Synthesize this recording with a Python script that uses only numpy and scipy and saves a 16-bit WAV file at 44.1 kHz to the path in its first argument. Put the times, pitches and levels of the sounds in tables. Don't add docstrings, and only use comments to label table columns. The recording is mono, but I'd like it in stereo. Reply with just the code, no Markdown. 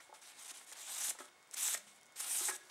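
import sys
import numpy as np
from scipy import signal
from scipy.fft import rfft, irfft, next_fast_len
from scipy.io import wavfile
from scipy.ndimage import uniform_filter1d, map_coordinates

SR = 44100
rng = np.random.default_rng(int(sys.argv[2]) if len(sys.argv) > 2 else 0)


def unload_wav(signal):
    wavfile.write(
        sys.argv[1],
        SR,
        np.round(np.clip(np.atleast_2d(signal).T, -1, 1) * 32767).astype(np.int16),
    )


def volts_from_decibels(level):
    exponent = np.asarray(level, float) / 20
    return 10 ** exponent


N = 119070


def unit(x):
    return x / np.sqrt(np.mean(x ** 2) + 1e-20)


def along(points, hz):
    point_hz, value = np.transpose(points)
    return np.interp(np.log(hz + 1), np.log(point_hz + 1), value)


def wobble(rate_hz):
    knots = rng.standard_normal(int(N * rate_hz / SR) + 4)
    return map_coordinates(knots, [np.arange(N) * rate_hz / SR])


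def coloured(x, spectrum):
    m = 2 * next_fast_len(N)
    gain = volts_from_decibels(along(spectrum, np.fft.rfftfreq(m, 1 / SR)))
    cepstrum = irfft(np.log(gain + 1e-6), m)
    cepstrum[1:m // 2] *= 2
    cepstrum[m // 2 + 1:] = 0
    return irfft(rfft(x, m) * np.exp(rfft(cepstrum)), m)[..., :N]


def ring(modes, length_s):
    t = np.arange(round(length_s * SR)) / SR
    rise_s = 0.001
    tones = np.zeros(len(t))
    for hz, db, t60 in modes:
        fade = volts_from_decibels(db + rng.normal(0, 1) - 60 * t / t60)
        tones += fade * np.sin(2 * np.pi * (hz * t + rng.random()))
    return (1 - np.exp(-t / rise_s)) * tones


def add(track, start_s, sound):
    part = track[round(start_s * SR):][:len(sound)]
    part += sound[:len(part)]


# hz, level_db [dB per Hz]
HISS_COMMON = [(18, -56), (40, -29), (100, -16), (721, -5.5), (1430, -8), (1960, -8.5), (2170, -6),
               (2350, -13.5), (8520, -16), (16000, -32.5)]
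# hz, level_db [dB per Hz]
HISS_BETWEEN = [(18, -58), (40, -23), (100, -15), (227, -2), (394, -1), (569, 1.5), (1190, -3), (2170, -8),
                (4080, -13.5), (16000, -30)]
# pitch_hz, level_db [dB rms]
MOTOR_WHINE = [(726.7, -85.5), (1093, -83), (1459, -80), (2186, -75), (3187, -89), (3644, -82)]


def camera():
    t = np.arange(N) / SR
    mid = volts_from_decibels(-67) * unit(coloured(rng.standard_normal(N), HISS_COMMON))
    side = volts_from_decibels(-61) * unit(coloured(rng.standard_normal(N), HISS_BETWEEN))
    scan_line = (15628, -92)
    for hz, db in MOTOR_WHINE + [scan_line]:
        mid += np.sqrt(2) * volts_from_decibels(db + wobble(12)) * np.sin(2 * np.pi * hz * t)
    return np.array([mid + side, mid - side])


def stroke(points, sheen_db):
    t = np.arange(N) / SR
    attack_s, release_s, yarn_db = 0.0078, 0.018, -13
    s, db, grip_db, high_share = np.transpose(points)
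    start = np.clip((t - s[0]) / attack_s, 0, 1)
    stop = volts_from_decibels(-60 * np.clip(t - s[-1], 0, 1) / release_s)
    power = (volts_from_decibels(np.interp(t, s, db)) * start * stop) ** 2
    high = np.clip(np.interp(t, s, high_share), 0, 1)
    yarn = volts_from_decibels(np.interp(t, s, grip_db) + yarn_db) ** 2
    sheen = np.full(N, volts_from_decibels(sheen_db) ** 2)
    return power * np.array([1 - high, high, yarn, sheen])


# start_s, length_s, start_level_db, end_level_db, grip_db (more grip, more yarn)
FINGER_BRUSHES = [(0, 0.1, -63, -77, 13), (0.136, 0.077, -58, -78, 11.5), (0.211, 0.11, -58.5, -59, 11.5),
                  (0.314, 0.082, -69.5, -58.5, 12), (0.387, 0.049, -55, -54, 8.5),
                  (0.437, 0.035, -54.5, -52.5, 10), (0.473, 0.041, -53.5, -46.5, 9),
                  (0.533, 0.056, -58.5, -55, 9.5), (0.585, 0.064, -58, -61.5, 7.5),
                  (0.661, 0.054, -59, -56.5, 7), (0.721, 0.013, -42.5, -48, 6),
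                  (1.139, 0.043, -78, -69, 18), (1.185, 0.06, -53, -62.5, 10.5),
                  (1.239, 0.026, -57.5, -64, 7.5), (1.506, 0.029, -70, -59.5, 12),
                  (1.534, 0.011, -41.5, -40.5, -4), (1.552, .011, -67, -67, 23),
                  (1.264, 0.025, -73, -67.5, 15), (1.796, 0.067, -67, -67, 5),
                  (1.864, 0.072, -59.5, -70, 9), (1.941, 0.048, -64.5, -71, 10),
                  (2.194, 0.015, -41, -36, -23), (2.516, 0.049, -46.5, -45, 2.5),
                  (2.578, 0.13, -68, -67.5, 11.5), (2.692, .01, -65.5, -58, 17)]


def brushes():
    powers = np.zeros((4, N))
    for s, length_s, start_db, end_db, grip_db in FINGER_BRUSHES:
        points = [(s, start_db, grip_db, 0.5), (s + length_s, end_db, grip_db, 0.5)]
        powers += stroke(points, sheen_db=-28)
    return powers


# start_s, level_db, length_s
STITCH_SNAPS = [(0, -56, 0.017), (0.513, -58, 0.012), (0.609, -56.5, 0.014), (0.717, -54, 0.018),
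                (1.104, -47, 0.013), (1.188, -47, 0.0058), (1.193, -62, 0.067), (1.538, -54, 0.014),
                (1.684, -37.5, 0.0036), (1.741, -45.5, 0.0092), (1.747, -36.5, 0.007), (2.199, -48.5, 0.02),
                (2.48, -40, 0.035)]
# hz, level_db [dB per Hz]
SNAP_COLOUR = [(250, -32.5), (480, -3.5), (1300, 0.5), (2100, 4), (3000, -19), (6000, -8.5), (11000, -62)]


def snaps():
    out = np.zeros(N)
    noise = unit(coloured(rng.standard_normal(N), SNAP_COLOUR))
    for s, db, length_s in STITCH_SNAPS:
        progress = np.linspace(0, 1, round(1.21 * length_s * SR) + 3)
        shape = np.sin(np.pi * progress ** 0.5) ** 2
        piece = noise[round(s * SR):][:len(shape)]
        add(out, s, volts_from_decibels(db - 5) * unit(shape * piece))
    return out


# start_s, level_db, centre_hz, width_octaves
KNUCKLE_KNOCKS = [(.092, -54.5, 600, .6), (.097, -60.5, 794, 0.71), (0.1253, -46, 840, 0.43),
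                  (.14, -62, 940, 0.76), (.148, -58, 1320, 0.54), (0.16, -62, 870, 1),
                  (0.511, -63, 275, 0.69), (1.108, -61.5, 643, 1), (1.149, -54, 875, 0.67),
                  (1.153, -53.5, 840, 0.75), (1.163, -64, 1150, .5), (1.199, -51, 497, 0.97),
                  (1.202, -46.5, 596, 0.53), (1.204, -46.5, 1300, .4), (1.211, -53, 283, 0.2),
                  (1.214, -46.5, 1310, 0.48), (1.243, -58, 1200, 0.47), (1.258, -60.5, 900, 1),
                  (2.404, -48, 1350, 0.67), (2.406, -56, 457, 0.77), (2.411, -46.5, 373, .2),
                  (2.483, -44, 990, 1), (2.488, -50, 1920, 0.4), (2.491, -44, 370, 0.1),
                  (2.497, -41, 2020, 0.21), (2.511, -44, 1510, .7), (2.53, -49.5, 447, .4)]
# pitch_hz, level_db, t60_s (time to fade by 60 dB)
TABLE_TONES = [(275, -3, .08), (365, 0, .085), (565, 0, .05), (740, -6, .05), (860, 0, .05),
               (1125, -5, .05), (1290, 0, .06), (1400, -6, .04), (1660, -2, .04), (2000, 0, .035),
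               (2260, -4, .035)]


def knocks():
    out = np.zeros(N)
    for s, db, centre_hz, width in KNUCKLE_KNOCKS:
        modes = []
        for hz, level_db, t60 in TABLE_TONES:
            octaves = np.log2(hz / centre_hz)
            detuned_hz = hz * (1 + 0.01 * rng.normal())
            modes.append((detuned_hz, level_db - 6 * (octaves / width) ** 2, t60))
        add(out, s, volts_from_decibels(db) * ring(modes, length_s=0.2))
    return out


# start_s, peak_db
THREAD_TICKS = [(0.572, -43), (.717, -34), (0.816, -53), (1.1884, -40.5), (1.2557, -48), (1.4284, -49.5),
                (1.474, -58), (1.512, -37.5), (1.8825, -53), (1.9484, -56), (2.0126, -48.5), (2.032, -47),
                (2.0582, -48), (2.0654, -52), (2.123, -51)]
# hz, level_db [dB per Hz]
TICK_COLOUR = [(3000, -30), (5500, -4), (8000, 0), (11000, -6), (14000, -24)]


def ticks():
    out = np.zeros(N)
    fade = volts_from_decibels(-0.63 * np.arange(30))
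    for s, db in THREAD_TICKS:
        add(out, s, volts_from_decibels(db + 8) * rng.standard_normal(30) * fade)
    return coloured(out, TICK_COLOUR)


# time_s, level_db (from speed), high_weave_share [0-1]
RIBBON_PULLS = [
    [(.738, -71, 0.7), (.775, -53.5, 0.5), (.86, -51.5, 0.1), (.915, -45, 0.2), (1.0, -42, 0.44),
     (1.105, -38.5, 0.65), (1.111, -47, 0.4), (1.132, -87, 0.1)],
    [(1.562, -43, 0.6), (1.6, -38.5, 0.7), (1.65, -35, 0.04), (1.725, -39.5, 0.85), (1.745, -35.5, 0.15),
     (1.755, -47, 1), (1.767, -65, 0.5), (1.778, -42.5, 0.15)],
    [(2.154, -55, 0.4), (2.195, -46, 1), (2.232, -45, 0.74), (2.25, -46.5, 0.84), (2.31, -38.5, 0.96),
     (2.385, -36.5, 1), (2.415, -36.5, 0.6), (2.5, -38, 0.42), (2.515, -50.5, 0.8)],
]
PULL_SHEEN_DB = [-15.5, -13.5, -17]


def pulls():
    powers = np.zeros((4, N))
    for pull, sheen_db in zip(RIBBON_PULLS, PULL_SHEEN_DB):
        points = [(s, db, -0.5 * (db + 34), high) for s, db, high in pull]
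        powers += stroke(points, sheen_db)
    return powers


def snags(spectrum):
    snags_per_s, spread_db, snag_share = 5000, 3, 0.45
    flutter_db, patchy_db = 1.5, 1.7
    hits = (rng.random(N) < snags_per_s / SR) * rng.standard_normal(N)
    hits = hits * volts_from_decibels(spread_db * rng.standard_normal(N))
    rub = np.sqrt(snag_share) * unit(hits) + np.sqrt(1 - snag_share) * rng.standard_normal(N)
    rub = rub * volts_from_decibels(flutter_db * (0.5 * wobble(40) + wobble(150)))
    z = signal.stft(rub, nperseg=256)[2]
    patches = uniform_filter1d(rng.standard_normal(z.shape), size=7, axis=0)
    patches = uniform_filter1d(patches, size=14, axis=1)
    rub = signal.istft(z * volts_from_decibels(patchy_db * unit(patches)), nperseg=256)[1][:N]
    return unit(coloured(rub, spectrum))


# hz, level_db [dB per Hz]
LOW_WEAVE = [(1760, -70.5), (3000, -16.5), (3700, -3.5), (4600, -13), (6090, 1), (8170, 5), (10600, -9.5),
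             (12600, -13.5), (16000, -36)]
# hz, level_db [dB per Hz]
HIGH_WEAVE = [(1760, -51), (3000, -13), (3650, -15.5), (4570, -28.5), (4900, -11), (9200, 3), (12100, -7.5),
              (13600, -12.5), (16000, -26.5)]
# hz, level_db [dB per Hz]
YARN_BODY = [(120, -41), (200, -14), (470, -17.5), (784, -3), (957, -6), (2950, -3), (3540, -1.5),
             (4580, -5.5), (6000, -6), (7800, -34), (13200, -120)]
# hz, level_db [dB per Hz]
EDGE_SHEEN = [(8000, -49), (10500, -9), (13000, 11), (14500, -1), (16000, -9)]
# hz, level_db
STEREO_WIDTH = [(60, 5), (110, 13), (200, -21), (380, 2), (700, -23), (1290, -9), (2380, -68), (4400, -27),
                (6500, -27), (8800, -4.5), (11500, -9.5), (15000, -10)]


def rubbing():
    gains = np.sqrt(brushes() + pulls())
    colours = (LOW_WEAVE, HIGH_WEAVE, YARN_BODY, EDGE_SHEEN)
    mid = sum(gain * snags(colour) for gain, colour in zip(gains, colours))
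    side = sum(gain * snags(colour) for gain, colour in zip(gains, colours))
    return mid, coloured(side, STEREO_WIDTH)


def swell(peak_s, rise_s, fall_s):
    t = np.arange(N) / SR - peak_s
    return np.exp(-(t / np.where(t < 0, rise_s, fall_s)) ** 2)


# hz, level_db [dB per Hz]
VEHICLE_RUMBLE = [(70, -38), (105, -6), (135, 1), (165, -12.5), (205, -4.5), (240, -10), (400, -49)]
# start_s, level_db
SQUEAKS = [
    (2.012, -68),
    (2.096, -69),
]


def outside():
    t = np.arange(N) / SR
    rumble = volts_from_decibels(-72) * unit(coloured(rng.standard_normal(N), VEHICLE_RUMBLE))
    rumble = rumble * swell(1.73, rise_s=0.16, fall_s=0.33)
    drone = volts_from_decibels(-66.5 + wobble(22.5)) * np.sin(2 * np.pi * 209 * t)
    drone = drone * swell(1.858, rise_s=0.038, fall_s=0.038)
    half_s = 0.017 / 2
    squeak_gain = sum(volts_from_decibels(db) * swell(s + half_s, half_s, half_s) for s, db in SQUEAKS)
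    return rumble + drone + squeak_gain * np.sin(2 * np.pi * 3220 * t)


def dish():
    out, t = np.zeros(N), np.arange(N) / SR
    tone = ring([(1670, -47.5, 0.68)], length_s=0.3)
    beat = 1 - 0.45 * np.cos(2 * np.pi * 11.8 * t)
    rough = beat * volts_from_decibels(2.2 * wobble(66))
    add(out, 2.487, tone * rough[:len(tone)])
    return out


# hz, t60_s
ROOM_FADE = [(300, 0.5), (1200, 0.28), (3000, 0.32), (9000, 0.18)]


def room(x):
    hz, t, z = signal.stft(rng.standard_normal((2, SR // 2)), SR, nperseg=256)
    fade = volts_from_decibels(-60 * t / along(ROOM_FADE, hz)[:, None])
    tail = signal.istft(z * fade, SR, nperseg=256)[1]
    tail = tail / np.linalg.norm(tail[0])
    delayed = np.pad(x, (200, 0))[None]
    return signal.fftconvolve(delayed, tail, axes=1)[:, :N]


# hz, level_db
MICROPHONE = [(60, -58), (150, -8.5), (300, 0.5), (16000, -0.5)]
# hz, level_db
PORT_GAP = [(3000, 0), (7000, 0), (9000, 0.4), (12000, -0.7), (16000, 0.5)]


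def scene():
    mid, side = rubbing()
    mid = mid + ticks() + snaps() + knocks() + dish() + outside()
    wet = volts_from_decibels(-10.5) * room(mid)
    side = side + coloured(wet[1], STEREO_WIDTH)
    mid, side = coloured(np.array([mid + wet[0], side]), MICROPHONE)
    left = coloured(mid + side, PORT_GAP)
    right = coloured(mid - side, [(hz, -db) for hz, db in PORT_GAP])
    left_db = -0.44
    return np.array([left, right]) * volts_from_decibels([[left_db], [-left_db]]) + camera()


def roll_off(x):
    return signal.sosfilt(signal.butter(12, 16450, fs=SR, output="sos"), x)


def record(dry):
    m = next_fast_len(N)
    kept = np.fft.rfftfreq(m, 1 / SR) < 15800
    mix = irfft(rfft(dry, m) * kept, m)[:, :N]
    return roll_off(mix)


dry = scene()
out = record(dry)
unload_wav(out)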